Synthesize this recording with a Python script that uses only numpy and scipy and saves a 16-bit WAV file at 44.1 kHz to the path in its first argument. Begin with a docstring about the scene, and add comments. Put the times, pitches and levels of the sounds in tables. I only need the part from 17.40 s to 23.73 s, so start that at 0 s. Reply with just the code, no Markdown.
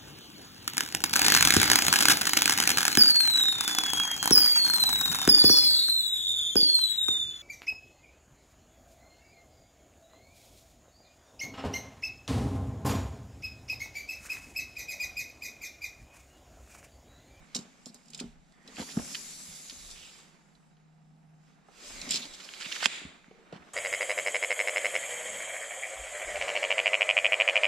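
"""Air rumbles at two microphone ports, then a steel tape measure's blade is flicked against a board in a shed.
The blade is drawn out, held still and run back in, slapping its coils home until the hook snaps on the case.
Blade, case and hook are noise or pulses through resonances, and the snap rings on as a noise tail.
Knocks, their after-ringing and a late flutter near 450 Hz are dying sines with a woody crack.
The board is friction noise through low modes, the air is rumble, a far machine is a fluttering sine hum."""
import sys
import numpy as np
from scipy import signal
from scipy.fft import rfft, irfft
from scipy.io import wavfile
from scipy.ndimage import uniform_filter1d

SR = 44100
rng = np.random.default_rng(int(sys.argv[2]) if len(sys.argv) > 2 else 0)


def dump(signal):
    """Clip the signal to [-1, 1] and save it as 16-bit WAV at the path in sys.argv[1]."""
    limited = np.clip(np.atleast_2d(signal).T, -1, 1)
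    pcm = np.round(limited * 32767).astype(np.int16)
    wavfile.write(sys.argv[1], SR, pcm)


N = 279347
T = np.arange(N) / SR
HZ = np.fft.rfftfreq(N, 1 / SR)


def gain_of(db):
    """Decibels to amplitude."""
    return 10 ** (np.asarray(db) / 20)


def evened(x):
    """Scales to rms 1."""
    return x / np.sqrt(np.mean(x ** 2) + 1e-20)


def read(points, hz):
    """Reads a spectrum table on a log-frequency axis."""
    f, value = np.transpose(points)
    return np.interp(np.log(hz + 1), np.log(f + 1), value)


def curves(rows):
    """Each column of a table after the time, sample by sample."""
    s, *columns = np.transpose(rows)
    return [np.interp(T, s, column) for column in columns]


def add(mix, s, sound):
    """Adds a sound at time s, cut at the end of the mix."""
    part = mix[..., round(s * SR):][..., :sound.shape[-1]]
    part += sound[..., :part.shape[-1]]


def ring(x, modes):
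    """Passes x through parallel two-pole resonances of alternating sign."""
    total = 0
    for k, (hz, width_hz, db) in enumerate(modes):
        b, a = signal.iirpeak(hz, hz / width_hz, SR)
        total = total + (-1) ** k * gain_of(db) * signal.lfilter(b, a, x)
    return total


def drifting(x, mode, octaves):
    """One resonance whose pitch is moved by a curve in octaves."""
    hz, width_hz, db = mode
    turn = np.exp(2j * np.pi * np.cumsum(hz * 2 ** octaves) / SR)
    r = np.exp(-np.pi * width_hz / SR)
    # shift the band to 0 Hz, smooth it, shift it back
    return 2 * gain_of(db) * (turn * signal.lfilter([1 - r], [1, -r], x / turn)).real


def colour(x, points):
    """Shapes noise by a spectrum table, at rms 1."""
    return evened(irfft(rfft(x) * gain_of(read(points, HZ)), N))


def panned(pan_db):
    """Left and right gains for a left-right difference in dB."""
    return gain_of(np.array([pan_db / 2, -pan_db / 2]))


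def wander(size, count):
    """Slow chance curves, one row for each of count, at rms 1 together."""
    step = 64
    slow = rng.standard_normal((count, N // step + 1))
    for _ in range(2):
        slow = uniform_filter1d(slow, size)
    return np.repeat(evened(slow), step, axis=1)[:, :N]


def grit(spread_db, lumpy_db, size):
    """Two views of dense friction: micro-slips of uneven size that come in clumps."""
    clumps = evened(uniform_filter1d(uniform_filter1d(rng.standard_normal(N), size), size))
    slip_db = spread_db * np.minimum(rng.exponential(1, N), 4)
    return rng.standard_normal((2, N)) * gain_of(slip_db + lumpy_db * clumps)


def shimmer(x, depth_db):
    """Thin modes of the blade come and go as its free length changes."""
    hz, t, z = signal.stft(x, SR, nperseg=1024, noverlap=768)
    field = rng.standard_normal(z.shape[1:])
    for _ in range(2):
        field = uniform_filter1d(field, size=3, axis=0)
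        field = uniform_filter1d(field, size=9, axis=1)
    gain = gain_of(depth_db * evened(field))
    gain = gain / np.sqrt(np.mean(gain ** 2))
    return signal.istft(z * gain, SR, nperseg=1024, noverlap=768)[1][:, :N]


# Likeness of the ports. Each row: frequency in Hz, left-right likeness from 0 to 1.
PORT_LIKENESS = [(60, 0.93), (200, 0.066), (400, 0.79), (900, 0.13), (1900, 0.29), (3800, 0.55),
                 (7500, 0.062), (15000, 0.2)]
# Level balance of the ports. Each row: frequency in Hz, left-right difference in dB.
PORT_LEAN = [(60, -5), (120, -2), (240, -0.5), (480, 0.5), (950, -3.5), (1890, -3.5), (3770, 0.5),
             (7520, 3.5), (15000, -7)]
# Phase between the ports. Each row: frequency in Hz, radians the left port leads.
PORT_TURN = [(60, -0.5), (5500, 0.5), (8500, -4), (15000, 9.5)]


def ports(x):
    """Two views become left and right, alike by a share that depends on frequency."""
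    a, b = rfft(x)
    same = np.clip(read(PORT_LIKENESS, HZ), 0, 1)
    lean = gain_of(read(PORT_LEAN, HZ) / 2)
    left = b * np.sqrt(1 - same ** 2) + a * same * np.exp(1j * read(PORT_TURN, HZ))
    return irfft(np.array([left, a]) * [lean, 1 / lean], N)


# Puffs of air and handling. Each row: peak time in seconds, half length in seconds, deep dB, upper dB.
AIR_PUFFS = [(0.0, 0.028, -49, -55), (.14, 0.027, -64, -77), (0.846, 0.036, -71, -58),
             (0.94, 0.11, -55.5, -87), (1.408, 0.05, -70, -56), (1.598, 0.031, -56, -46),
             (1.857, 0.19, -70, -89), (2.108, 0.029, -62, -58.5), (2.492, 0.13, -57, -60.5),
             (4.587, 0.1, -54, -62), (4.914, 0.046, -60, -72), (5.215, 0.048, -87, -90),
             (5.672, 0.022, -76, -52), (6.17, .05, -80, -65)]
# Rumble between puffs: deep level in dB, upper level in dB.
AIR_CALM_DB = [-74.5, -103]


def air():
    """Low rumble in two bands, partly shared by the ports, swelling with each puff."""
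    s, half_s, *peaks_db = np.transpose(AIR_PUFFS)
    bells = np.exp(-((T[:, None] - s) / half_s) ** 2)
    bands_hz, shares = [[15, 51.6], [60, 89.5]], [.5, 1.8]
    out = 0
    for peak_db, calm_db, band_hz, shared in zip(peaks_db, AIR_CALM_DB, bands_hz, shares):
        band = signal.butter(3, band_hz, "bandpass", fs=SR, output="sos")
        a, b, c = signal.sosfilt(band, rng.standard_normal((3, N)))
        rumble = evened(np.array([shared * a + b, shared * a + c]))
        out = out + (gain_of(calm_db) + bells @ gain_of(peak_db)) * rumble
    return out


# Steady floor. Each row: frequency in Hz, relative density in dB per Hz.
FLOOR_SPECTRUM = [(110, -21.5), (180, -1), (238, -8), (261, -12), (319, -19.5), (344, -25.5), (527, -24.5),
                  (567, -42.5), (695, -14.5), (917, -19), (1040, -32), (1210, -26), (1570, -33),
                  (5520, -41), (15000, -74)]
FLOOR_DB = -64
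# Far machine. Each row: time in seconds, hum level in dB.
HUM_LEVELS = [(0.0, -64.5), (0.5, -86), (0.79, -56.5), (1.25, -76.5), (1.62, -60.5), (2.4, -69.5),
              (3.05, -69), (3.5, -59.5), (4.0, -57.5), (4.18, -65.5), (4.41, -85), (4.74, -56.5),
              (5.1, -100), (5.55, -69), (6.33, -99)]
HUM_HZ, HUM_DRIFT_HZ, HUM_FLUTTER_DB = 156, 1.53, 1.0


def background():
    """A steady noise floor, and a far machine's hum: a sine fluttering in pitch and level."""
    drift, flutter = wander(size=12, count=2)
    phase = 2 * np.pi * np.cumsum(HUM_HZ + HUM_DRIFT_HZ * drift) / SR
    hum = np.sin(phase) * gain_of(HUM_FLUTTER_DB * uniform_filter1d(flutter, 200))
    floor = colour(rng.standard_normal((2, N)), FLOOR_SPECTRUM)
    return gain_of(FLOOR_DB) * ports(floor) + gain_of(curves(HUM_LEVELS)[0]) * evened(hum)


# Board and soil under the work. Each row: time in seconds, boom dB, scuffing dB.
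BOARD_LEVELS = [(0.0, -66, -62), (0.7, -67.5, -68.5), (1.13, -76, -71), (1.4, -53.5, -54), (1.68, -53, -56),
                (1.87, -61.5, -60.5), (2.33, -67.5, -63), (2.71, -85, -61), (3.28, -105, -71.5),
                (3.75, -70.5, -75), (4.25, -79, -67), (4.42, -68, -59), (4.46, -65, -55),
                (4.72, -46.5, -49.5), (4.87, -63.5, -56.5), (5.48, -78, -53), (5.71, -64, -57),
                (5.92, -88, -68.5), (6.15, -60, -56), (6.33, -71, -60)]
# Low modes of the board. Each row: frequency in Hz, width in Hz, level in dB.
WOOD_MODES = [(210, 120, -2), (278, 40, -0.99)]
# Scuffing. Each row: frequency in Hz, relative density in dB per Hz.
SCUFF_SPECTRUM = [(180, -21), (300, -1), (510, -6), (950, -6.5), (1210, -5.5), (1800, -8), (3000, -15),
                  (6000, -63)]


def board():
    """The dragging shakes the board, which booms, and scuffs wood and soil."""
    boom_db, scuff_db = curves(BOARD_LEVELS)
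    slips = grit(spread_db=0.0, lumpy_db=2, size=400)
    boom = evened(ring(ring(slips[0], WOOD_MODES), WOOD_MODES))
    scuff = colour(slips, SCUFF_SPECTRUM)
    return gain_of(boom_db) * boom + ports(gain_of(scuff_db) * scuff)


DRIFT_OCTAVES = .045  # rms slide of the bands as the free blade flexes
FLEX_DB = .7


def rubbed(slips, modes, centre_hz, octaves):
    """Bands near the rubbed spot lead; as the blade flexes, each swells and fades alone."""
    flex_db = FLEX_DB * wander(size=22, count=len(modes))
    drift = DRIFT_OCTAVES * wander(size=70, count=len(modes))
    sound, power = 0, 0
    for k, mode in enumerate(modes):
        hz, width_hz, db = mode
        near_db = -6 * (np.log2(hz / centre_hz) / octaves) ** 2
        band = drifting(np.roll(slips, k * 9001, axis=1), mode, drift[k])
        sound = sound + gain_of(near_db + flex_db[k]) * band
        power = power + gain_of(2 * (near_db + db)) * width_hz
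    return evened(sound / np.sqrt(power))


# Sliding blade. Each row: time in seconds, blade hiss dB, case rasp dB.
SLIDE_LEVELS = [(0.0, -69, -79), (0.19, -67, -59.5), (0.33, -67, -67.5), (0.65, -67.5, -73),
                (0.83, -65.5, -59), (0.97, -75.5, -76.5), (1.2, -74, -81), (1.3, -63, -59.5),
                (1.4, -46, -56.5), (1.5, -48, -58.5), (1.74, -43, -53.5), (2.0, -47.5, -60),
                (2.5, -50, -60), (2.8, -58, -59.5), (2.93, -69.5, -71), (3.1, -74, -83), (3.5, -82, -88),
                (3.91, -82, -94), (4.09, -73.5, -74), (4.25, -79, -85), (4.39, -57.5, -58.5),
                (4.46, -48, -51.5), (4.67, -48, -53), (4.78, -43, -42.5), (4.9, -54, -57.5),
                (5.18, -52.5, -52.5), (5.35, -43.5, -47), (5.45, -46, -41.5), (5.47, -54, -53),
                (5.6, -59, -57), (5.69, -81, -66), (5.84, -75, -71), (6.08, -76, -73), (6.33, -68.5, -66)]
# Place of the tape as the hand swings across. 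Each row: time in seconds, left-right dB.
TAPE_PLACE = [(0, 2), (.8, 4.2), (1.4, 3), (2.5, 3.3), (4.4, 4.5), (4.75, 2.5), (5.0, 4), (5.43, 5),
              (5.55, 1.5), (6.33, 4.5)]
# Ringing bands of the blade. Each row: frequency in Hz, width in Hz, level in dB.
BLADE_MODES = [(4830, 365, 0), (5380, 530, -3), (6330, 730, -2.5), (7395, 670, 1.5)]
# Ringing bands of the case. Each row: frequency in Hz, width in Hz, level in dB.
CASE_MODES = [(1585, 1000, -0.091), (2280, 540, 1.64), (2780, 840, -0.5), (3507, 1000, -0.89),
              (4240, 410, -2.2)]
# Top treble of the blade. Each row: frequency in Hz, width in Hz, level in dB.
SIZZLE_MODES = [(10290, 1250, -23), (14150, 610, -33)]
# Narrow bands of the rubbing. Each row: time in seconds, low dB, middle dB, upper dB.
RUB_LEVELS = [(0.0, -75, -69, -75), (0.37, -74, -78, -79), (1.13, -81, -87, -82), (1.32, -86, -81, -87),
              (1.48, -75, -74, -63), (1.64, -60, -69, -65), (1.85, -72, -62, -61.5),
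              (2.63, -79, -71.5, -59.5), (2.96, -86, -79, -82), (3.3, -89, -95, -86),
              (3.91, -84, -100, -92), (4.37, -97, -82, -80), (4.62, -56.5, -49.5, -54.5),
              (5.09, -74, -71, -59), (5.3, -74, -49.5, -53), (5.45, -64, -57, -56), (5.75, -82, -72, -87),
              (5.94, -76, -70, -81), (6.33, -66, -82, -73)]
# Their resonances. Each row: frequency in Hz, width in Hz, level in dB.
RUB_MODES = [(600, 200, 0), (2230, 550, 0), (3800, 700, 0)]
# Thin whine. Each row: frequency in Hz, width in Hz, level in dB.
WHINE_BANDS = [(1870, 100, 8), (2070, 110, 2), (3350, 200, -6)]
WHINE_START_S, WHINE_LENGTH_S, WHINE_START_DB, WHINE_SWELL_DB = 1.118, .27, -71, 5
# the more the hiss leads the rasp, the brighter the blade
SIZZLE_DB, SIZZLE_DB_PER_DB = -28.5, 1.84
HISS_HZ, HISS_OCTAVES_PER_DB = 6350, 0.03
# the harder the rasp, the higher its centre, up to RASP_FULL_DB
RASP_HZ, RASP_OCTAVES_PER_DB, RASP_FULL_DB = 3320, .02, -57
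SPOT_OCTAVES, SPOT_PAN_DB = 0.09, 1.7  # rms wander of the rubbed spot
SHIMMER_DB = 1.8


def slide():
    """The blade rubs the lips of the case, hissing and rasping; a thin whine leads the drawing out."""
    blade_db, case_db = curves(SLIDE_LEVELS)
    lead_db = blade_db - case_db
    blade_spot, case_spot, pan_spot = wander(size=40, count=3)
    top_db = blade_db + SIZZLE_DB + SIZZLE_DB_PER_DB * lead_db
    blade_hz = HISS_HZ * 2 ** (HISS_OCTAVES_PER_DB * lead_db + SPOT_OCTAVES * blade_spot)
    short_db = np.minimum(case_db - RASP_FULL_DB, 0)
    case_hz = RASP_HZ * 2 ** (RASP_OCTAVES_PER_DB * short_db + SPOT_OCTAVES * case_spot)

    slips = shimmer(grit(spread_db=0.0, lumpy_db=-1.0, size=150), SHIMMER_DB)
    steel = gain_of(blade_db) * rubbed(slips, BLADE_MODES, blade_hz, octaves=1.1)
    sizzle = ring(ring(slips, SIZZLE_MODES), [(11100, 22000, 0)])
    steel += gain_of(top_db) * evened(sizzle)
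    case_slips = np.roll(slips, SR, axis=1)
    steel += gain_of(case_db) * rubbed(case_slips, CASE_MODES, case_hz, octaves=1.0)

    drifts = DRIFT_OCTAVES * wander(size=70, count=3)
    for level_db, mode, drift in zip(curves(RUB_LEVELS), RUB_MODES, drifts):
        band = drifting(drifting(slips[:, ::-1], mode, drift), mode, drift)
        steel += gain_of(level_db) * evened(band)

    length = round(WHINE_LENGTH_S * SR)
    whine = evened(ring(rng.standard_normal((2, length)), WHINE_BANDS))
    whine_db = WHINE_START_DB + np.linspace(0, WHINE_SWELL_DB, length)
    add(steel, WHINE_START_S, gain_of(whine_db) * whine * signal.windows.tukey(length, .2))
    return steel * panned(SPOT_PAN_DB * pan_spot + curves(TAPE_PLACE)[0])


def burst(noise, hz, octaves):
    """A puff of noise rings blade and case, weighted around a centre frequency."""
    near = [(f, width_hz, db - 6 * (np.log2(f / hz) / octaves) ** 2)
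            for f, width_hz, db in CASE_MODES + BLADE_MODES + SIZZLE_MODES]
    # a low blow is a soft one; thin steel moves little air below its ring
    noise = signal.lfilter(*signal.butter(2, min(4.4 * hz, 18000), fs=SR), noise)
    noise = signal.lfilter(*signal.butter(2, hz / 2, "highpass", fs=SR), noise)
    centre = ring(ring(noise, [(hz, hz / 0.72, 0)]), [(hz, hz / 0.34, 0)])
    return ring(noise, near) + gain_of(-17.0) * centre


# Clicks of blade and hook. Each row: contact time in seconds, peak in dB before panning, centre in Hz.
STEEL_CLICKS = [(0.1482, -20.5, 4740), (0.152, -25.5, 5140), (0.1595, -29, 7440), (0.164, -25, 4540),
                (0.189, -35, 5030), (0.4582, -32, 5000), (0.5445, -38, 7200), (0.658, -51, 7390),
                (0.683, -44.5, 4840), (0.7028, -41, 7300), (0.734, -35.5, 4200), (0.7471, -28, 4600),
                (0.776, -38, 7460), (0.7984, -31.5, 4200), (0.8012, -24.5, 4500), (1.1226, -54, 5070),
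                (1.2767, -36, 4050), (1.3592, -41, 4410), (1.368, -34.5, 2790), (1.386, -40, 3400),
                (1.3973, -40, 2670), (1.406, -37, 3600), (1.416, -34, 4680), (1.43, -35, 3700),
                (1.5705, -41.5, 1100), (1.588, -35.5, 3000), (1.7505, -29, 2600), (1.7525, -25, 3220),
                (1.924, -43.5, 3600), (2.19, -46, 3300), (2.297, -29, 3540), (2.2995, -43, 3880),
                (2.308, -42, 3000), (2.503, -39, 4860), (2.512, -33, 4800), (3.152, -54.5, 4100),
                (3.369, -59, 3030), (4.287, -55, 1800), (4.6153, -27.5, 4630), (4.7085, -13.5, 5470),
                (4.758, -17, 4240), (4.8538, -31.5, 3680), (5.0011, -50, 3600), (5.0893, -29, 2650),
                (5.1372, -29, 3150), (5.146, -45, 3200), (5.2105, -32, 2800), (5.2215, -25.5, 3030),
                (5.228, -31, 3200), (5.2585, -28, 2930), (5.3165, -31, 2300), (5.3205, -25, 3000),
                (5.3238, -25.5, 3400), (5.359, -30, 3300), (5.364, -32, 1700), (5.8434, -45, 1400),
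                (5.911, -54, 2540), (6.1257, -44, 3620)]
CLICK_T60_S, CLICK_RISE_S, CLICK_OCTAVES, CLICK_PAN_DB = 0.022, 0.00059, 0.73, 3
CLICK_TAIL_DB, CLICK_TAIL_T60_S = -10.5, 0.087  # the blade keeps buzzing after the tick
TICK_GAIN, TICK_CYCLES = 2.5, .16  # contact pulse against the buzz, and its width
CLICK_LEAD_S, CLICK_SHIMMER_DB = .001, 4
# Drags, soft slaps, ringing tails of clicks and short bands of rubbing noise. Each row: start in seconds,
# length in seconds, rms in dB before fading and panning, centre in Hz, breadth in octaves (at least 0.1 is used).
STEEL_BANDS = [(0.143, 0.018, -51, 1500, 0.41), (0.179, 0.054, -55.5, 5240, 0.9),
               (0.458, 0.048, -57.5, 4700, 0.38), (0.459, 0.031, -56.5, 7480, 0.25),
               (0.544, 0.032, -62, 4700, 0.3), (0.545, 0.03, -62.5, 7550, 0.25),
               (0.776, 0.012, -49, 5470, 1.4), (0.79, 0.015, -45, 3180, 1.1),
               (1.374, 0.058, -47.5, 2130, 1.2), (1.486, 0.0085, -45, 1800, 1),
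               (1.496, 0.033, -48.5, 3340, 0.72), (1.745, 0.0058, -29, 3100, 0.96),
               (2.552, 0.15, -56.5, 2610, 0.19), (2.948, 0.081, -75, 2090, 0.33),
               (4.69, 0.017, -38, 3760, 1.1), (4.705, 0.041, -31.5, 4100, 0.89),
               (4.741, 0.04, -32, 4100, 0.7), (4.793, 0.013, -50, 2630, 0.35),
               (4.817, 0.03, -43.5, 3870, 0.32), (4.934, 0.025, -46.5, 4260, 0.66),
               (4.999, 0.016, -45.5, 2880, 0.95), (5.037, 0.021, -48.5, 4840, 0.37),
               (5.201, 0.021, -40, 2820, 1.5), (5.244, 0.031, -43, 2860, 0.6),
               (5.344, 0.027, -41, 2900, 1.1), (5.402, 0.025, -40.5, 2300, 0.77),
               (5.421, 0.01, -39, 2500, 1.1), (5.425, 0.026, -32.5, 2460, 1.3),
               (5.441, 0.029, -33.5, 3380, 2.1), (6.126, 0.051, -57.5, 2700, 0.88)]
BAND_RISE_S, BAND_FADE_S, BAND_PAN_DB = 0.0023, 0.0086, 0.5


def steel_events():
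    """Clicks are a pulse and a dying buzz; drags, slaps, click tails and rubbing are short grainy bands."""
    out, t = np.zeros((2, N)), np.arange(3000) / SR
    fall = gain_of(-60 * t / CLICK_T60_S) + gain_of(CLICK_TAIL_DB - 60 * t / CLICK_TAIL_T60_S)
    shape = fall * (1 - np.exp(-(t / CLICK_RISE_S) ** 2))
    noise = shimmer(rng.standard_normal((2, N)), CLICK_SHIMMER_DB)
    for s, peak_db, hz in STEEL_CLICKS:
        tick = TICK_GAIN * np.exp(-((t - CLICK_LEAD_S) * hz / TICK_CYCLES) ** 2)
        buzz = noise[:, round(s * SR):][:, :len(t)] * shape
        click = burst(buzz + tick, hz, CLICK_OCTAVES)
        click = gain_of(peak_db) * click / abs(click).max()
        add(out, s - CLICK_LEAD_S, click * panned(CLICK_PAN_DB)[:, None])

    rough = shimmer(grit(spread_db=2.0, lumpy_db=2.0, size=60), SHIMMER_DB)
    for s, length_s, rms_db, hz, octaves in STEEL_BANDS:
        end_s = s + length_s + 2 * BAND_FADE_S
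        piece = rough[:, round(s * SR):round(end_s * SR)]
        u = np.arange(piece.shape[1]) / SR
        fade = np.exp(-(np.maximum(u - length_s + BAND_FADE_S, 0) / BAND_FADE_S) ** 2)
        hold = np.minimum(u / BAND_RISE_S, 1) * fade
        band = evened(burst(piece, hz, octaves=max(octaves, .1))) * hold
        add(out, s, gain_of(rms_db) * band * panned(BAND_PAN_DB)[:, None])
    return out * panned(curves(TAPE_PLACE)[0])


# Knocks, their low after-ringing, and a flutter near 450 Hz at the end. Each row: start in seconds,
# peak in dB before filtering, pitch in Hz, t60 in seconds (at least 0.01 is used),
# woody crack relative to the swing from 0 to 1.
DYING_SWINGS = [(0.155, -32, 234, 0.16, 0.56), (0.187, -32.5, 217, 0.031, 0),
                (0.213, -44, 203, 0.069, 0.23), (.248, -47, 187, 0.15, 0.56),
                (0.464, -39, 241, 0.087, 0.55), (0.496, -45.5, 209, 0.13, 0),
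                (0.548, -47.5, 234, 0.094, 0.45), (.695, -50.5, 226, 0.16, 0.2),
                (0.741, -51, 230, 0.34, 0.9), (.808, -30, 244, 0.11, 0.4), (.838, -31, 238, 0.13, 0.06),
                (1.283, -46.5, 254, 0.14, 0.93), (1.381, -37, 284, 0.14, 1),
                (1.396, -26, 222.6, 0.076, 0.5), (1.385, -48, 750, 0.027, 0.6),
                (1.416, -33, 249, 0.063, 0.4), (1.425, -36, 906, 0.038, 0.3), (1.489, -46, 270, 0.033, 1),
                (1.514, -55, 220, 0.044, .2), (1.562, -41, 227, 0.029, 0.7), (1.570, -15, 213, 0.043, 0.2),
                (1.593, -32, 243, 0.033, 1), (1.597, -43, 900, 0.02, 0.8), (1.626, -47, 300, 0.04, 0.7),
                (2.087, -44.5, 169, 0.065, 0.36), (2.322, -46.5, 250, 0.11, 0.7),
                (4.286, -49, 785, 0.049, 0.9), (4.44, -51.5, 590, 0.26, .6), (4.472, -53, 424, 0.034, 0.6),
                (4.503, -48.5, 305, 0.028, 0.9), (4.675, -40, 248, 0.076, 0.8),
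                (4.705, -42, 228, 0.079, 0.7), (4.742, -39, 260, 0.064, 1), (4.775, -45, 218, 0.075, 0.2),
                (4.80, -46, 235, 0.16, 0.3), (4.851, -42, 282, 0.075, 1), (5.262, -41, 216, 0.019, 1),
                (5.427, -26.5, 785, 0.0063, 0.2), (5.458, -32.5, 234, 0.043, 1),
                (5.616, -44, 326, 0.024, 0.7), (5.65, -34, 214, 0.018, 0.06), (5.658, -44, 260, 0.03, 0.3),
                (5.881, -48, 232, 0.019, 0.4), (5.911, -42.5, 436, 0.046, 0.24),
                (5.945, -53, 463, 0.11, 0.1), (5.985, -51.5, 454, 0.23, 0.4), (6.012, -56, 463, 0.084, 0.3),
                (6.126, -32.5, 430, 0.023, 0.4), (6.129, -36.5, 167.6, 0.074, 1),
                (6.155, -40, 186, 0.046, 0.9)]
# Upper modes of the wood. Each row: frequency in Hz, width in Hz, level in dB.
CRACK_MODES = [(378, 100, -0.5), (453, 180, 2.5), (732, 220, 2), (924, 450, -2), (1386, 660, -8.5)]
CRACK_LEAD_S = .002


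def knocks():
    """Knocks, after-ringing and flutter: each row is a dying swing, with a crack in the wood's upper modes."""
    swings, cracks, t = np.zeros(N), np.zeros((2, N)), np.arange(9000) / SR
    for s, peak_db, hz, t60_s, crack in DYING_SWINGS:
        fall = gain_of(-60 * t / max(t60_s, .01))
        rise = 1 - np.exp(-(t * hz / .7) ** 2)  # builds within about a cycle
        phase = 2 * np.pi * hz * t
        # neighbour modes beat with the main one
        modes = np.sin(phase) + 0.4 * np.sin(0.832 * phase) + 0.21 * np.sin(1.7 * phase)
        swing = fall * rise * modes
        crack_noise = rng.standard_normal((2, len(t))) * (fall ** 3 + 2.4 * fall ** 0.56)
        woody = ring(crack_noise, CRACK_MODES)
        add(swings, s, gain_of(peak_db) * swing / abs(swing).max())
        add(cracks, s - CRACK_LEAD_S, gain_of(peak_db) * abs(crack) * woody / abs(woody).max())
    highpass = signal.butter(2, 110, "highpass", fs=SR, output="sos")
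    return signal.sosfilt(highpass, swings) + ports(cracks)


# Decay of the shed. Each row: frequency in Hz, t60 in seconds.
SHED_T60 = [(200, 0.4), (1000, 0.096), (4000, 0.11), (8000, 0.31), (14000, 0.18)]


def shed(x):
    """Reverberation: sparse taps of random sign, each band dying at its own speed."""
    taps = np.zeros((2, SR // 2))
    slots = np.arange(200, SR // 2 - 20, 20)
    at = slots + rng.integers(0, 20, (2, len(slots)))
    np.put_along_axis(taps, at, rng.choice([-1., 1.], at.shape), 1)
    hz, t, z = signal.stft(taps, SR, nperseg=256)
    fall = gain_of(-60 * t / read(SHED_T60, hz)[:, None])
    tail = signal.istft(z * fall, SR, nperseg=256)[1]
    return signal.fftconvolve(x, tail / np.linalg.norm(tail[0]), axes=1)[:, :N]


# Hook landing on the case and bouncing. Each row: time in seconds, peak in dB before panning.
HOOK_BLOWS = [(5.4565, -21), (5.4577, -3), (5.4596, -19), (5.4609, -21), (5.4628, -25)]
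# Steel hook and the case it strikes. Each row: frequency in Hz, width in Hz, level in dB.
HOOK_BANDS = [(940, 840, -8.5), (1710, 640, -2), (2630, 260, 4.5), (3080, 300, 4), (3480, 340, 2),
              (4980, 260, 3), (5740, 460, -10), (6700, 350, 1), (9500, 4500, -9.5)]
HOOK_PAN_DB = -9


def hook():
    """Single hard blows, panned to the right port, ring hook and case."""
    blows, t = np.zeros(N), np.arange(2000) / SR
    snap = ring(np.exp(-(t / .00004 - 2) ** 2), HOOK_BANDS)
    for s, peak_db in HOOK_BLOWS:
        add(blows, s, gain_of(peak_db) * snap / abs(snap).max())
    lean = gain_of(read(PORT_LEAN, HZ) / 2)
    turn = np.exp(1j * read(PORT_TURN, HZ))
    return irfft(rfft(blows * panned(HOOK_PAN_DB)[:, None]) * [lean * turn, 1 / lean], N)


# Snap ringing on in the shed. Each row: frequency in Hz, width in Hz, level in dB.
TAIL_BANDS = [(1750, 970, -3.5), (2470, 680, 2), (3630, 520, 0), (4960, 1100, -11), (7160, 550, -6),
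              (9240, 1500, -22.5)]
TAIL_S, TAIL_START_DB, TAIL_RISE_S = 5.462, -5, .06  # start level is relative to TAIL_DB
TAIL_DB, TAIL_HOLD_S, TAIL_T60_S = -39, 0.096, 0.56


def snap_tail():
    """The snap rings on in the shed: noise through resonances swells briefly, holds, then dies."""
    u = T - TAIL_S
    swell_db = TAIL_START_DB * np.clip(1 - u / TAIL_RISE_S, 0, 1)
    fall_db = -60 * np.maximum(u - TAIL_HOLD_S, 0) / TAIL_T60_S
    tail = evened(ring(rng.standard_normal((2, N)), TAIL_BANDS))
    return (u > 0) * gain_of(TAIL_DB + swell_db + fall_db) * tail


SHED_DB = -19.0


def scene():
    """Tape, board, air and background; steel events, knocks and hook also excite the shed."""
    hits = ports(steel_events()) + knocks() + hook()
    steady = ports(slide() + snap_tail())
    return hits + gain_of(SHED_DB) * shed(hits) + steady + board() + background() + air()


# Microphone response. 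Each row: frequency in Hz, gain in dB.
MIC_RESPONSE = [(60, -2), (9000, 0), (12500, -4), (14000, -10.5), (15600, -24)]
EDGE_HZ = 15600


def record(dry):
    """The microphone loses the top treble, the input rounds off the snap; then the band limit."""
    dull = irfft(rfft(dry) * gain_of(read(MIC_RESPONSE, HZ)), N)
    lowpass = signal.firwin(511, EDGE_HZ, window=("kaiser", 9), fs=SR)
    return signal.oaconvolve(np.tanh(dull), lowpass[None], "same")


dry = scene()
out = record(dry)
dump(out)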